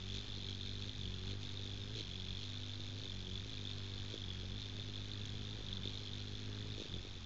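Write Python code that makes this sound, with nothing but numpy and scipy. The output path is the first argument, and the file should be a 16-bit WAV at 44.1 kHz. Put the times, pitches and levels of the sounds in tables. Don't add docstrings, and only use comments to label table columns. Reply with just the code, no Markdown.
import sys
import numpy as np
from scipy import signal
from scipy.fft import rfft, irfft
from scipy.io import wavfile

SR = 44100
rng = np.random.default_rng(int(sys.argv[2]) if len(sys.argv) > 2 else 0)


def put_to_file(sound):
    columns = np.atleast_2d(sound).T
    safe = np.clip(columns, -1, 1)
    whole_steps = np.round(safe * 32767)
    wavfile.write(sys.argv[1], SR, whole_steps.astype(np.int16))


def gain_from_decibels(decibels):
    exponent = np.asarray(decibels, float) / 20
    return 10 ** exponent


N = 319725

# back_s, upright_until_s, dart_in_s, back_surge_beats_per_s, in_surge_beats_per_s
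BREAKS = [
    (-0.4, 0.152, 0.273, 0.0, 3.05),
    (0.927, 1.308, 1.419, 2.18, 1.46),
    (1.955, 2.434, 2.416, 5.88, 0.9),
    (3.004, 3.433, 3.5, 2.54, 4.8),
    (4.141, 4.606, 4.583, 4.06, 2.69),
    (5.564, 5.887, 6.012, 2.6, 1.5),
    (6.83, 7.071, 7.067, 3.02, 4.0),
]
# time_s, nearness_db, side_on_db, effort_db
PLACE = [(0, -0.5, -1, 1), (.6, -0.5, 1.5, 1.5), (.9, 0.5, -1.5, -0.5), (1.5, -0.5, -2, 1),
         (1.9, 0.5, -1.5, -0.5), (2.3, -2, -3, 1.5), (2.45, -1, -11, 1.5), (3.0, 0, -9.5, -1),
         (3.45, -0.5, -3, 0), (3.7, 1, -1.5, -0.5), (4.1, 0, -4.5, -0.5), (4.7, -.5, -2.5, -0.5),
         (5.45, 0, 0.5, -0.5), (6.0, -1.5, -1, 1.5), (6.5, 1.5, 1, -1.5), (6.78, 0, 1.5, -1),
         (7.05, -4, -3, -5), (7.25, -5, -5, -4.5)]


def evened(x):
    return x / np.sqrt(np.mean(x ** 2) + 1e-20)


def columns(rows):
    s, *values = np.transpose(rows)
    return [np.interp(np.arange(N) / SR, s, v) for v in values]


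def bumps(rows):
    s, length, *sizes = np.transpose(rows)
    t = np.arange(0, N + 99, 100) / SR
    bells = np.exp(-((t[:, None] - s) / length) ** 2)
    return [np.interp(np.arange(N) / SR, t, bells @ size) for size in sizes]


def coloured(points):
    hz, db = np.transpose(points)
    bins_hz = np.fft.rfftfreq(N, 1 / SR)
    gain = gain_from_decibels(np.interp(np.log(bins_hz + 1), np.log(hz + 1), db))
    return evened(irfft(rfft(rng.standard_normal(N)) * gain, N))


def wander(per_s):
    steps = rng.standard_normal(2000)
    return np.interp(np.arange(N) / SR * per_s, np.arange(2000), steps)


def resonate(x, hz, width):
    turn = np.exp(2j * np.pi * np.cumsum(hz * np.ones(N)) / SR)
    r = np.exp(-np.pi * width / SR)
    return 2 * (turn * signal.lfilter([1 - r], [1, -r], x / turn)).real


def ring(drive, hz, width):
    return resonate(resonate(drive, hz, width), hz, width)


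def upright():
    tilt_s, lag_s = .08, .05
    t = np.arange(N) / SR
    pose = np.zeros(N)
    for back, until, *_ in BREAKS:
        pose += np.clip((t - back - lag_s) / tilt_s, 0, 1) * np.clip((until - t) / tilt_s, 0, 1)
    return pose


def wingbeat():
    # time_s, beats_per_s
    beat = [(0.0, 49.42), (0.08, 49.87), (0.33, 48.27), (0.604, 48.28), (0.809, 49.94), (1.483, 48.88),
            (1.78, 49.74), (2.63, 49.28), (3.646, 49.52), (3.93, 48.64), (4.78, 50.09), (5.47, 50.93),
            (6.08, 49.45), (6.706, 52.43), (6.88, 48.35), (7.25, 44.04)]
    first_turn, upright_sag_per_s, surge_s = .083, 2.994, .045
    darts = []
    for back, _, dart_in, back_surge, in_surge in BREAKS:
        darts += [(back, surge_s, back_surge), (dart_in, surge_s, in_surge)]
    rate = columns(beat)[0] - upright_sag_per_s * upright() + bumps(darts)[0]
    return first_turn + np.cumsum(rate) / SR


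def hum_levels():
    # start_s, length_s, strength_db
    pushes = [
        (.15, .06, 6.5),
        (1.06, .06, 4),
        (1.3, .05, 8),
        (2.32, 0.047, 3.5),
        (3.35, .05, 2.5),
        (4.55, .04, 1.5),
        (5.72, .04, 3),
        (5.87, .04, 5),
        (6.95, .04, 6),
    ]
    # start_s, length_s, depth_db
    stalls = [
        (.25, .04, -4.5),
        (.94, .04, -3.5),
        (2.05, .04, -2),
        (3.05, .03, -2.5),
        (3.5, 0.056, -2.5),
        (4.16, 0.024, -7),
        (4.63, 0.035, -1.5),
        (5.61, 0.034, -4.5),
        (6.84, 0.054, -9),
        (7.06, .03, -4),
    ]
    # feeding_db, upright_change_db, db_per_push_db, db_per_stall_db, db_per_side_on_db
    lift = [-49.5, 0, 0.4, 1.5, 0]
    uneven = [-57.5, 2.5, 0.97, .6, 0.7]
    fourth = [-61.3, 4.5, .7, 1.8, 1.2]
    fifth = [-61, -2.5, 0.37, 1, -0.13]
    eighth = [-66.3, 0., .6, 2., .5]
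    near_db, side_db, _ = columns(PLACE)
    pose = upright()
    controls = np.array([np.ones(N), pose, bumps(pushes)[0], bumps(stalls)[0], side_db * (1 - pose)])
    return near_db + np.array([lift, uneven, fourth, fifth, eighth]) @ controls


def hum(turns):
    # multiple, hum_level_followed (whole part, from 1), level_db against it
    minor = [(3, 1, -15.5), (6, 4.4, -10.5), (7, 4, -10), (8, 5, 0), (9, 2.9, -22), (10, 4, -18.5)]
    levels = hum_levels()
    odd_lead, even_lag = .4, .6 + .6 * upright()
    out = np.zeros(N)
    for k, follows, db in [(2, 1, 0), (1, 2, 0), (4, 3, 0), (5, 4, 0)] + minor:
        lead = 1.4 * np.log(k / 2)
        if k > 2:
            lead = lead + (odd_lead if k % 2 else -even_lag)
        flutter = 0.065 * abs(k - 2) * wander(25)
        gain = gain_from_decibels(levels[int(follows) - 1] + db + 0.22 * k * wander(20))
        out += np.sqrt(2) * gain * np.cos(2 * np.pi * k * turns + lead + flutter)
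    return out


def stroke(turns, peak, rise, fall, vary_db):
    u = (turns - peak + .5) % 1 - .5
    size_db = vary_db * rng.standard_normal(500)[np.floor(turns - peak + 1.5).astype(int)]
    return gain_from_decibels(size_db) * np.exp(-(u / np.where(u < 0, rise, fall)) ** 2)


def feather_controls():
    # start_s, length_s, whistle_db, swish_db
    strains = [(.155, 0.036, 7.5, 5), (.5, .03, 4, 1.5), (.57, .03, -6.5, -1), (.68, 0.032, 3, 2),
               (.85, .04, 2.5, 2.5), (1.05, .04, 0.5, 2), (1.3, .04, 4, 4), (1.37, 0.031, -9, -5),
               (1.43, .03, -1.5, 4), (1.985, 0.037, 8, 8), (2.43, 0.035, 2.5, 4), (3.0, .04, 0, 3),
               (3.37, 0.032, 4, 1.5), (3.45, .03, -5, 0.5), (3.56, .05, 3.5, 1), (3.7, .03, 5, 3),
               (4.13, 0.034, -2, 5), (4.3, .04, 1, -1.5), (4.55, .03, -2, -3.5), (4.62, .04, 4, 2),
               (5.72, .04, 3.5, 0), (5.8, .025, -5, -5), (5.87, 0.038, 5.5, 2.5), (6.48, 0.035, -8, 0),
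               (6.82, 0.044, -1, 5.5), (6.95, .03, 7, 0.5)]
    effort_db = columns(PLACE)[2]
    strain_db, swish_db = bumps(strains)
    pose = upright()
    whistle_level_db = -53 + effort_db + strain_db
    swish_level_db = -64 + 0.35 * effort_db + swish_db
    pitch_hz = 3575 - 60 * pose
    upstroke_db = -8.5 - pose
    tips_db = -8.5 - .6 * strain_db + 0.77 * swish_db + 1.7 * wander(9)
    return whistle_level_db, swish_level_db, pitch_hz, upstroke_db, tips_db


def feathers(turns):
    # pitch_factor, width_hz, level_db
    vane_modes = [
        (1., 365, 8),
        (0.875, 330, -2),
    ]
    # pitch_hz, width_hz, level_db
    tip_modes = [
        (3953, 220, 2.5),
        (4315, 170, -2.5),
    ]
    # pitch_hz, level_db
    swish_colour = [(1700, -40.5), (2100, -0.5), (2500, 5), (2850, 2), (3600, 8.5), (4600, 0.5), (5300, -2),
                    (6600, -2.5), (7200, -4.5), (8000, -12.5), (9300, -17)]
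    # pitch_hz, level_db
    low_colour = [(600, -39.5), (900, -15), (1600, 3), (2000, -2), (2300, -41)]
    whistle_db, swish_db, hz, up_db, tips_db = feather_controls()

    down = stroke(turns, peak=.765 + .04 * upright(), rise=.04, fall=.14, vary_db=1.5)
    up = stroke(turns, peak=0.21, rise=.06, fall=.13, vary_db=2.)
    speed = down + gain_from_decibels(up_db) * up
    glide = .03 * np.sin(4 * np.pi * (turns - .84))
    pitch = hz * (1 + .014 * wander(50) - glide)
    flutter = np.cos(2 * np.pi * np.cumsum(pitch * (1 + .04 * wander(120))) / SR)
    turbulence = (speed + 0.1) * rng.standard_normal(N)
    drive = turbulence + .25 * speed * flutter

    vanes, tips = np.zeros(N), np.zeros(N)
    for k, (factor, width, db) in enumerate(vane_modes):
        vanes += (-1) ** k * gain_from_decibels(db) * ring(drive, pitch * factor, 1.45 * width)
    for k, (tip_hz, width, db) in enumerate(tip_modes):
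        tips += (-1) ** k * gain_from_decibels(db) * ring(turbulence, tip_hz, 2.3 * width)
    whistle = gain_from_decibels(-1.13) * evened(vanes) + gain_from_decibels(tips_db - 1.9) * evened(tips)

    swish = evened(gain_from_decibels(-4.5) * down + up + 0.4) * coloured(swish_colour)
    low_stroke = stroke(turns, peak=.26, rise=0.038, fall=.07, vary_db=2.2)
    low = evened(low_stroke + 0.3) * coloured(low_colour)
    near_db = columns(PLACE)[0]
    return gain_from_decibels(whistle_db) * whistle + gain_from_decibels(swish_db + 6) * swish + gain_from_decibels(-69 + near_db) * low


def downwash():
    # pitch_hz, level_db
    wash = [(5, -0.5), (20, -5), (28, 1.5), (36, -3.5), (60, -10), (100, -40)]
    # pitch_hz, level_db
    rumble = [(20, -30), (45, 1), (65, 2.5), (150, 0), (250, -10), (420, -15), (600, -26.5), (1200, -50)]
    lumps_db = -61 + 1.5 * wander(12)
    rumble_db = -57.5 + .3 * columns(PLACE)[1] + 2.5 * wander(8.2)
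    return gain_from_decibels(lumps_db) * coloured(wash) + gain_from_decibels(rumble_db) * coloured(rumble)


def insects():
    # pitch_hz, level_db
    air_colour = [(300, -30), (500, -9), (950, -10), (1550, -12), (2800, -12.5), (3570, -8), (4300, -14.5),
                  (4700, -12.5), (6600, -24.5), (8000, -32), (10000, -31.5)]
    # pitch_hz, width_hz, level_db
    crickets = [
        (5140, 170, -76),
        (5320, 30, -87),
        (5675, 25, -91),
    ]
    drift_db = .6 * wander(3)
    air = gain_from_decibels(-61.5 + drift_db) * coloured(air_colour)
    for hz, width, db in crickets:
        waver_db = 3 * wander(6)
        air = air + gain_from_decibels(db + waver_db) * evened(ring(rng.standard_normal(N), hz, width))
    return air


def snap(turns):
    # first_s, count_beats, peak_db, push 1 or suck -1
    bursts = [(.146, 3, -47.5, 1), (.4903, 2, -51, 1), (1.0383, 1, -50, 1), (1.2734, 5, -48, 1),
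              (1.658, 1, -48, 1), (1.8774, 1, -51, 1), (1.959, 1, -45, -1), (1.9661, 3, -43, -1),
              (2.01, 1, -44.5, -1), (3.0291, 2, -47, -1), (3.059, 1, -46, -1), (3.461, 1, -48, 1),
              (4.1427, 1, -35, -1), (4.161, 1, -42, -1), (4.2856, 1, -50, 1), (4.4355, 1, -48, 1),
              (4.522, 3, -52, 1), (5.021, 1, -47, 1), (5.5903, 2, -44.5, -1), (5.7111, 1, -48, 1),
              (5.8576, 1, -40, 1), (5.878, 1, -48, 1), (6.4933, 1, -46, 1), (6.7822, 3, -36.5, -1),
              (6.8576, 1, -41.5, 1), (6.944, 2, -42, 1), (7.0512, 1, -41.5, -1), (7.0716, 1, -48, -1)]
    flick_hz, flick_s, end_db = 341, 0.0015, -1
    train = np.zeros(N)
    for turn, db in [(0.93, -56.5), (.47, -54.5)]:
        at = np.flatnonzero(np.diff(np.floor(turns - turn)))
        train[at] = gain_from_decibels(db) * rng.standard_normal(500)[:len(at)]
    for s, beats, db, sign in bursts:
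        at = np.searchsorted(turns, turns[round(s * SR)] + np.arange(round(beats)))
        ends = np.linspace(-1, 1, len(at)) ** 2 * (len(at) > 2)
        train[at] += np.sign(sign) * gain_from_decibels(db + end_db * ends)
    t = np.arange(-300, 301) / SR
    flick = np.cos(2 * np.pi * flick_hz * t) * np.exp(-(t / flick_s) ** 2)
    return signal.oaconvolve(train, flick, "same")


def clicks():
    # start_s, level_db, start_hz, end_hz, length_s
    bill = [
        (3.4962, -49, 7000, 8600, 0.0025),
        (5.253, -49, 4770, 8000, 0.011),
    ]
    out = np.zeros(N)
    for s, db, start_hz, end_hz, length in bill:
        t = np.arange(0, length, 1 / SR)
        chirp = np.sin(2 * np.pi * (start_hz * t + (end_hz - start_hz) * t ** 2 / (2 * length)))
        out[round(s * SR):][:len(t)] += gain_from_decibels(db) * chirp * np.hanning(len(t))
    return out


def scene():
    turns = wingbeat()
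    bird = hum(turns) + feathers(turns) + snap(turns) + clicks()
    return (bird + downwash() + insects())[None]


def band_limit(x):
    return signal.sosfilt(signal.butter(12, 9300, fs=SR, output="sos"), x)


def record(dry):
    # pitch_hz, level_db
    roll_off = [(0, 0.5), (6700, 0), (7600, -13), (8700, -23), (9100, -32), (12000, -70.5)]
    hz, db = np.transpose(roll_off)
    slope = gain_from_decibels(np.interp(np.fft.rfftfreq(N, 1 / SR), hz, db))
    dulled = irfft(rfft(dry) * slope, N)
    return band_limit(dulled + .0021)


dry = scene()
out = record(dry)
put_to_file(out)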